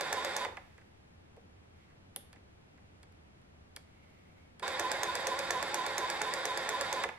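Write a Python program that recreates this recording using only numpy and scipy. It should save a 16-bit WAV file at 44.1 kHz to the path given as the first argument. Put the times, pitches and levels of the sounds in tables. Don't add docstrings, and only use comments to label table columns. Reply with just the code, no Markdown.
import sys
import numpy as np
from scipy import signal
from scipy.fft import rfft, irfft, next_fast_len
from scipy.io import wavfile

SR = 44100
rng = np.random.default_rng(int(sys.argv[2]) if len(sys.argv) > 2 else 0)


def waveform_to_disk(signal):
    frames = np.transpose(np.atleast_2d(signal))
    scaled = np.clip(frames, -1, 1) * 32767
    samples = np.round(scaled).astype(np.int16)
    wavfile.write(sys.argv[1], SR, samples)


N = 316726
TIME = np.arange(N) / SR
BINS = np.fft.rfftfreq(8192, 1 / SR)


def gain_of(db):
    return 10 ** (np.asarray(db) / 20)

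def evened(x):
    return x / np.sqrt(np.mean(x ** 2) + 1e-20)

def read(points, hz, column=1):
    points = np.asarray(points, float)
    return np.interp(np.log(hz + 1), np.log(points[:, 0] + 1), points[:, column])

def peaks_db(resonances, hz=BINS):
    return sum(db / (1 + (2 * (hz - centre) / width) ** 2) for centre, width, db in resonances)

def add(mix, start, sound):
    part = mix[max(round(start * SR), 0):][:len(sound)]
    part += sound[:len(part)]

def colour(x, db):
    log_gain = np.log(gain_of(np.r_[db, db[-2:0:-1]]))
    taps = np.fft.ifft(np.exp(np.conj(signal.hilbert(log_gain)))).real[:len(db)]
    return signal.oaconvolve(np.atleast_2d(x), taps[None] / np.linalg.norm(taps), axes=1)[:, :N]

def wander(rate_hz):
    coarse = TIME[::32]
    hz = np.fft.rfftfreq(len(coarse), coarse[1])
    slow = rfft(rng.standard_normal(len(coarse))) / (1 + (hz / rate_hz) ** 4)
    return np.interp(TIME, coarse, evened(irfft(slow, len(coarse))))

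def burst(decay_s):
    t = TIME[:SR // 10]
    x = rng.standard_normal(len(t)) * (np.exp(-t / decay_s) - np.exp(-4 * t / decay_s))
    for _ in range(3):
        flat = irfft(np.exp(1j * np.angle(rfft(x))), len(t))
        x = flat * np.exp(-(t / (4 * decay_s)) ** 4)
    return x / np.linalg.norm(x)

def noise_pair(likeness):
    left, other = rfft(rng.standard_normal((2, N)))
    alike = np.clip(read(likeness, np.fft.rfftfreq(N, 1 / SR)), -1, 1)
    return irfft(np.array([left, alike * left + np.sqrt(1 - alike ** 2) * other]), N)


# on and off in seconds, braking time in seconds, gear tone boost in dB.
RUNS = [(-1, .443, .058, -2), (4.62, 7.04, .04, 0)]
EFFORT_POWER = 1.4
def motor_speed(spin_up_s=.008):
    return sum(np.clip((TIME - on) / spin_up_s, 0, 1) * np.exp(-np.maximum(TIME - off, 0) / brake)
               for on, off, brake, _ in RUNS)

# a time when the shaft is lowest, length of a turn, both in seconds.
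CRANK_TURNS = [(.1265, .238), (4.7952, .2368)]
def crank_angle():
    angle = np.zeros(N)
    for (on, *_), (lowest, turn) in zip(RUNS, CRANK_TURNS):
        angle = np.where(TIME >= on, 2 * np.pi * (TIME - lowest) / turn, angle)
    return angle

# multiple of the tooth rate, level in dB, swell in dB, loudest point of the turn.
GEAR_TONES = [(2, -55, 5, .56), (3, -54, 4, .95), (4, -52, 12.5, .27), (5, -58, 6, .65), (6, -55, 4, .1),
              (7, -56, 7, .72), (8, -56, 7.5, .73), (9, -62.5, 3, .3), (10, -67, 6, .25)]
# frequency in Hz, width in Hz, boost or cut in dB.
HOUSING = [(344, 17, 11.5), (436, 18, 4), (528, 40, 5), (851, 30, 7), (1008, 47, 6), (1111, 40, 3),
           (1243, 82, -4.5), (1450, 70, 4), (2030, 30, -3), (2095, 60, 4), (2490, 70, 6), (3560, 450, 6),
           (3690, 140, 5.5), (4080, 220, -4), (4490, 110, 4), (4740, 110, 3), (7570, 480, 7.5),
           (11040, 340, 5.5)]
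def gear_whine(teeth, tooth_hz, angle, flutter_db=1.2, focus=1.8):
    whine, housing_db = np.zeros(N), peaks_db(HOUSING)
    for multiple, db, swell_db, loudest in GEAR_TONES:
        swell = np.exp(focus * (np.cos(angle - 2 * np.pi * loudest) - 1))
        level_db = db + swell_db * swell + np.interp(multiple * tooth_hz, BINS, housing_db)
        level_db += flutter_db * wander(51)
        whine += gain_of(level_db) * np.sin(2 * np.pi * (multiple * teeth + rng.random()))
    return whine * gain_of(sum(db * (TIME >= on) * (TIME < off + 1) for on, off, _, db in RUNS))

# multiple of its turning rate, level in dB.
MOTOR_TONES = [(10, -61), (15, -59), (19, -65), (24, -72), (26, -61.5), (28, -61.5), (30, -63), (31, -60.5),
               (32, -57), (33, -63), (35, -68), (38, -66), (42, -66)]
def motor_whine(teeth, tooth_hz, turns_per_tooth=.4566, flutter_db=2, boost_db=.4):
    whine, housing_db = np.zeros(N), peaks_db(HOUSING)
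    for harmonic in range(10, 43):
        multiple = harmonic * turns_per_tooth
        level_db = np.interp(harmonic, *np.transpose(MOTOR_TONES)) + boost_db
        level_db += np.interp(multiple * tooth_hz, BINS, housing_db) + flutter_db * wander(25)
        whine += gain_of(level_db) * np.sin(2 * np.pi * (multiple * teeth + rng.random()))
    return whine

# frequency in Hz, level in dB.
GEARBOX_COLOUR = [(20, -50), (60, -31), (150, -10.5), (270, -7.5), (360, -7), (520, -0.5), (660, .5),
                  (1000, 0), (1300, -4.5), (1800, -0.5), (2900, -13.3), (4800, -12), (6200, -19.5),
                  (8000, -21), (11500, -32), (13500, -48), (16000, -57)]
# frequency in Hz, how alike left and right are.
SAW_LIKENESS = [(300, 1), (1000, 0.86), (2000, .75), (4000, 0.49), (12000, .55)]
def gear_grind(teeth, speed, ease, rattle=.28, scatter_db=2, ease_db=-.02, dull_hz=1500):
    force = gain_of(scatter_db * np.clip(rng.standard_normal(N), -2, 2))[teeth.astype(int)]
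    scrape = rattle * evened(force * np.exp(-(teeth % 1) / .25)) + (1 - rattle)
    level = evened(scrape) * speed ** EFFORT_POWER * gain_of(ease_db * ease)
    grind = colour(level * noise_pair(SAW_LIKENESS), read(GEARBOX_COLOUR, BINS) + peaks_db(HOUSING))
    dull = signal.lfilter(*signal.butter(1, dull_hz, fs=SR), grind)
    return dull + speed * (grind - dull)

# frequency in Hz, level in dB.
SLIDE_COLOUR = [(5000, -32), (8500, -9), (11000, 7), (13000, -15), (16000, -40)]
def shaft_hiss(angle):
    return colour(noise_pair(SAW_LIKENESS), read(SLIDE_COLOUR, BINS)) * np.abs(np.sin(angle + .15)) ** 4

def whirr(mesh_hz=270, sag=.057, lag_rad=.11, lift_sag=.018, waver=.002, grind_db=-40.3, hiss_db=-62):
    speed, angle = motor_speed(), crank_angle()
    ease = np.cos(2 * (angle - lag_rad))
    tooth_hz = mesh_hz * speed * (1 + sag * ease - lift_sag * np.sin(angle) + waver * wander(25))
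    teeth = np.cumsum(tooth_hz) / SR
    whine = gear_whine(teeth, tooth_hz, angle) + speed * motor_whine(teeth, tooth_hz)
    grind = gain_of(grind_db) * gear_grind(teeth, speed, ease)
    hiss = gain_of(hiss_db) * speed * shaft_hiss(angle)
    return speed ** EFFORT_POWER * (whine + hiss) + grind

# frequency in Hz, level in dB.
CHUG_COLOUR = [(20, -65), (100, -39), (300, -18.5), (430, -3), (540, 1.5), (720, -4.5), (1000, -15),
               (3000, -51)]
def chug(level_db=-41.8, lag_rad=.41):
    load = gain_of(level_db) * motor_speed() ** EFFORT_POWER * np.abs(np.cos(crank_angle() - lag_rad)) ** 10
    return colour(noise_pair(SAW_LIKENESS) * load, read(CHUG_COLOUR, BINS) + peaks_db(HOUSING))

# start in seconds, clink level in dB, knock level in dB.
STROKES = [(0.0084, -28, -33), (0.1271, -23.5, -29), (0.2468, -28, -35), (0.3641, -22, -34),
           (4.6783, -30, -34), (4.795, -23, -30), (4.9152, -24, -31), (5.032, -22, -28), (5.1522, -26, -33),
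           (5.2689, -22, -31), (5.3892, -26, -36), (5.5059, -21, -28), (5.6261, -29, -33),
           (5.7428, -21, -32), (5.8631, -29, -35), (5.9798, -22, -32), (6.0995, -26, -33),
           (6.2163, -24, -29), (6.3365, -26, -33), (6.4532, -23, -31), (6.573, -28, -34),
           (6.6897, -24, -30), (6.8099, -26, -32), (6.9267, -24, -30)]
# pitch in Hz, seconds to fade 60 dB, dB at the upper end, dB at the lower.
SHAFT_RING = [(344, .4, -25, -22), (436, .28, -22, -12), (490, .18, -22, -10), (535, .16, -4, -11.5),
              (706, .12, -18, -10), (1440, .07, -13.5, -12.5), (1670, .045, 2.5, -6), (1760, .07, -22, -5)]
# frequency and width in Hz, dB at the upper end, dB at the lower.
CLAMP = [(4700, 560, 8.5, -2), (5500, 450, -3, .5), (6400, 550, -2.5, 5), (7350, 600, 5, 3)]
# frequency in Hz, level in dB.
KNOCK_COLOUR = [(20, -60), (60, -43), (250, -19), (450, -13), (730, 3.5), (1200, -3.5), (1800, 2.5),
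                (2800, -10.5), (4500, -17), (8000, -24), (16000, -48)]
CLINK_COLOUR = [(1500, -15.5), (3500, -13.5), (4700, -3), (6300, -1.5), (8000, -4.5), (9500, -8),
                (11500, -7), (14000, -23), (16000, -37)]
def clacks(knock_db=21, ring_db=-1, clink_db=(15, 13.3), knock_lead_s=.0009, clink_lag_s=.0011,
           chatter=.72, build_cycles=2.5):
    knocks, rings, clinks = np.zeros(N), np.zeros(N), np.zeros((2, 2, N))
    t, is_low = TIME[:SR // 5], np.cos(crank_angle()) > 0
    for start, high_db, low_db in STROKES:
        end = int(is_low[round(start * SR)])
        blow = chatter * burst(decay_s=.003)
        blow[0] += 1 - chatter
        add(knocks, start - knock_lead_s, gain_of(low_db + knock_db) * blow / np.linalg.norm(blow))
        for side in clinks[end]:
            add(side, start + clink_lag_s, gain_of(high_db + clink_db[end]) * burst(decay_s=.0013))
        for hz, fade_s, *ends_db in SHAFT_RING:
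            fade = gain_of(low_db + ring_db + ends_db[end] - 60 * t / fade_s)
            rise = 1 - np.exp(-t * hz / build_cycles)
            add(rings, start, rise * fade * np.sin(2 * np.pi * hz * rng.uniform(.98, 1.01) * t))
    out = colour(knocks, read(KNOCK_COLOUR, BINS) + peaks_db(HOUSING)) + rings
    for end, clink in enumerate(clinks):
        clamp = [(hz, width, ends_db[end]) for hz, width, *ends_db in CLAMP]
        out = out + colour(clink, read(CLINK_COLOUR, BINS) + peaks_db(clamp))
    return out

# frequency in Hz, level in dB.
RUMBLE_COLOUR = [(20, -18), (45, -19.5), (75, -8.5), (113, -13.5), (190, -14.5), (330, -19), (740, -22),
                 (1000, -26), (2300, -29.5), (3300, -34), (6000, -42), (11500, -48.5), (12800, -58.5),
                 (16000, -73)]
ROOM_WHINE = [(2700, -93), (3270, -97)]
# frequency in Hz, how alike left and right are.
RUMBLE_LIKENESS = [(60, 1), (180, .75), (550, -0.47), (1650, -0.44), (5000, -0.58), (15000, -0.73)]
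def room_tone(level_db=-59, drone_hz=87, drone_width_hz=14, drone_db=6.5, waver=.004):
    hz = np.fft.rfftfreq(N, 1 / SR)
    shape = gain_of(read(RUMBLE_COLOUR, hz) + peaks_db([(drone_hz, drone_width_hz, drone_db)], hz))
    whine = np.zeros(N)
    for pitch, db in ROOM_WHINE:
        cycles = np.cumsum(pitch * (1 + waver * wander(15))) / SR
        whine += gain_of(db) * np.sqrt(2) * np.sin(2 * np.pi * cycles)
    return gain_of(level_db) * evened(irfft(rfft(noise_pair(RUMBLE_LIKENESS)) * shape, N)) + whine

# frequency in Hz, level in dB.
FAN_COLOUR = [(800, -12), (1700, 0), (3300, -7), (6000, -12), (9000, -18), (11800, -17), (13500, -32)]
def coasting_fan(level_db=-63, fade_s=.23):
    fade = sum((TIME > off) * np.exp(-np.maximum(TIME - off, 0) / fade_s) for _, off, *_ in RUNS)
    return gain_of(level_db) * fade * colour(noise_pair(SAW_LIKENESS), read(FAN_COLOUR, BINS))

# lower edge in Hz, upper edge in Hz, fade time in seconds.
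CLICK_BANDS = [(377, 880, 0.013), (900, 2580, 0.005), (2710, 8450, 0.0012), (8300, 12300, 0.00041)]
def clicks(events, part, bands_db, stretch, boost_db=23):
    out = np.zeros(N)
    for start, db, bright_db in events:
        for k, (low_hz, high_hz, decay_s) in enumerate(CLICK_BANDS):
            band_filter = signal.butter(3, [low_hz, high_hz], "band", fs=SR, output="sos")
            band = colour(signal.sosfilt(band_filter, burst(decay_s * stretch)), peaks_db(part))[0]
            level_db = boost_db + db + bands_db[k] + bright_db * (k - 1)
            add(out, start, gain_of(level_db) * band / np.linalg.norm(band))
    return out

# start in seconds, level in dB, brightness in dB per band.
CLUNKS = [(.4485, -34.5, 2), (.570, -40, -5), (7.037, -27, 3), (7.089, -36.5, -2.5)]
# frequency in Hz, width in Hz, boost or cut in dB.
GEAR_CASE = [(430, 200, -8), (550, 50, 5), (750, 70, 6), (870, 80, 6), (1170, 130, 3), (1530, 110, -7),
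             (1700, 110, 8), (1870, 70, -6), (2020, 110, 9), (2450, 110, 4), (3280, 250, 4), (4700, 600, 4)]
def brake_clunks():
    return clicks(CLUNKS, GEAR_CASE, bands_db=(-8.5, 0, -13, -30), stretch=.7)

# start in seconds, level in dB, brightness in dB per band.
THUMPS = [(.449, -38, 0), (1.365, -51, -1), (4.625, -46, -1), (7.046, -37, -3)]
# frequency in Hz, width in Hz, boost or cut in dB.
GRIP = [(470, 80, 13), (1630, 130, 8), (2000, 260, 9), (4600, 600, 5)]
def body_thumps():
    return clicks(THUMPS, GRIP, bands_db=(0, -14, -19, -27), stretch=1.1)

# start in seconds, level in dB, brightness in dB per band.
TAPS = [(.779, -55, 1), (.813, -61, 0), (1.901, -64, -1), (2.359, -58.5, 1), (2.777, -62.5, 0)]
def finger_taps():
    return clicks(TAPS, GRIP, bands_db=(-7, 0, -13, -36), stretch=1.3)

def fade_in_out(start, end, edge_s=.1):
    return np.clip(np.minimum(TIME - start, end - TIME) / edge_s, 0, 1)

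# start in seconds, end in seconds, level in dB.
RUBS = [(1.69, 1.95, -75), (3.82, 4.56, -74)]
# frequency in Hz, level in dB.
RUB_COLOUR = [(300, -30), (1000, -15), (1850, -11), (2070, 0), (2220, 0), (2450, -11), (3300, -12),
              (5000, -21), (12000, -30), (16000, -55)]
def rubbing(uneven_db=2):
    level = sum(gain_of(db) * fade_in_out(start, end) for start, end, db in RUBS)
    friction = noise_pair(SAW_LIKENESS) * level * gain_of(uneven_db * wander(30))
    return colour(friction, read(RUB_COLOUR, BINS))

# start in seconds, level in dB, brightness in dB per band.
LEVER_SNAP = [(2.1614, -35.5, 0)]
# frequency in Hz, width in Hz, boost or cut in dB.
NOTCH = [(450, 60, 5), (550, 70, 8), (620, 50, -7), (790, 130, 6), (1300, 250, -5), (2350, 250, -5),
         (3350, 1100, 8), (6800, 1800, -4), (9500, 700, 5), (10700, 1400, 10)]
def lever_snap():
    return clicks(LEVER_SNAP, NOTCH, bands_db=(-14, -13.5, -7.5, -.5), stretch=.75)

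# start in seconds, level in dB, brightness in dB per band.
TRIGGER_CLICKS = [(2.3293, -56, -2), (3.03, -59, -1), (3.123, -76, 4), (3.416, -78, 2), (3.7628, -47, 3),
                  (4.5961, -52.5, -.5)]
# frequency in Hz, width in Hz, boost or cut in dB.
TRIGGER = [(1750, 220, 8), (2260, 160, 7), (2750, 140, 4), (2980, 200, -6), (3320, 300, 9), (4650, 800, 9),
           (6300, 1500, -4), (8650, 1200, 5.5), (10400, 1500, 4)]
def trigger_clicks():
    return clicks(TRIGGER_CLICKS, TRIGGER, bands_db=(-5, 0, 1, -9), stretch=1.1)

# time in seconds, pitch in Hz.
SQUEAL = [(3.9, 11500), (3.985, 12650), (4.035, 11500), (4.14, 13500), (4.24, 11700), (4.32, 13100),
          (4.39, 12300), (4.48, 12500)]
def trigger_squeal(level_db=-95, waver=.003):
    hz = np.interp(TIME, *np.transpose(SQUEAL)) * (1 + waver * wander(200))
    level = gain_of(level_db) * fade_in_out(SQUEAL[0][0], SQUEAL[-1][0])
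    return level * np.sin(2 * np.pi * np.cumsum(hz) / SR)

# frequency in Hz, seconds to fade 60 dB, level in dB.
ROOM_TAIL = [(200, .36, -11.5), (600, 0.45, -7), (2000, 0.51, -7.5), (5000, 0.38, -8), (12200, 0.25, -9.5)]
# frequency in Hz, head start in radians.
RIGHT_LEAD = [(100, 0.052), (500, 0), (1000, .35), (2000, .8), (4000, 1.67), (8000, 1.86), (14000, 0.44)]
# frequency in Hz, extra level in dB.
RIGHT_BOOST = [(120, -0.5), (350, 3.5), (550, -0.5), (1000, 4.5), (2200, 4.5), (3000, 2), (5000, 0.5),
               (8000, 1.4)]
def room(sound, to_tail, wall_s=.0074, wall_db=-11.5):
    size = SR // 2
    echoes = rng.choice([-1., 1.], (2, size)) * (rng.random((2, size)) < .15) * (TIME[:size] > .002)
    hz, t, spectrum = signal.stft(echoes, SR, nperseg=256)
    fade = gain_of(-60 * t / read(ROOM_TAIL, hz)[:, None])
    fade *= gain_of(read(ROOM_TAIL, hz, column=2))[:, None] / np.sqrt(np.mean(fade ** 2, 1))[:, None]
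    tail = signal.istft(spectrum * fade, SR, nperseg=256)[1] / np.linalg.norm(echoes[0])
    length = next_fast_len(N + SR)
    hz = np.fft.rfftfreq(length, 1 / SR)
    wall = gain_of(wall_db) * hz / (hz + 1500) * np.exp(-2j * np.pi * hz * wall_s)
    direct = np.array([np.exp(-1j * read(RIGHT_LEAD, hz)), np.ones(len(hz))])
    early = rfft(sound, length) * direct * (1 + wall)
    late = rfft(to_tail, length) * rfft(tail, length)
    balance = gain_of(np.outer([-.5, .5], read(RIGHT_BOOST, hz)))
    return irfft((early + late) * balance, length)[:, :N]

def scene(trigger_tail_db=-3.5):
    jolts = brake_clunks() + body_thumps()
    handling = lever_snap() + finger_taps() + rubbing() + trigger_squeal()
    saw = whirr() + chug() + clacks() + coasting_fan() + jolts + handling
    trigger = trigger_clicks()
    return room(saw + trigger, saw + gain_of(trigger_tail_db) * trigger) + room_tone()

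def record(dry, top_hz=16100):
    return signal.oaconvolve(dry, signal.firwin(511, top_hz, window=("kaiser", 9), fs=SR)[None], "same")


dry = scene()
out = record(dry)
waveform_to_disk(out)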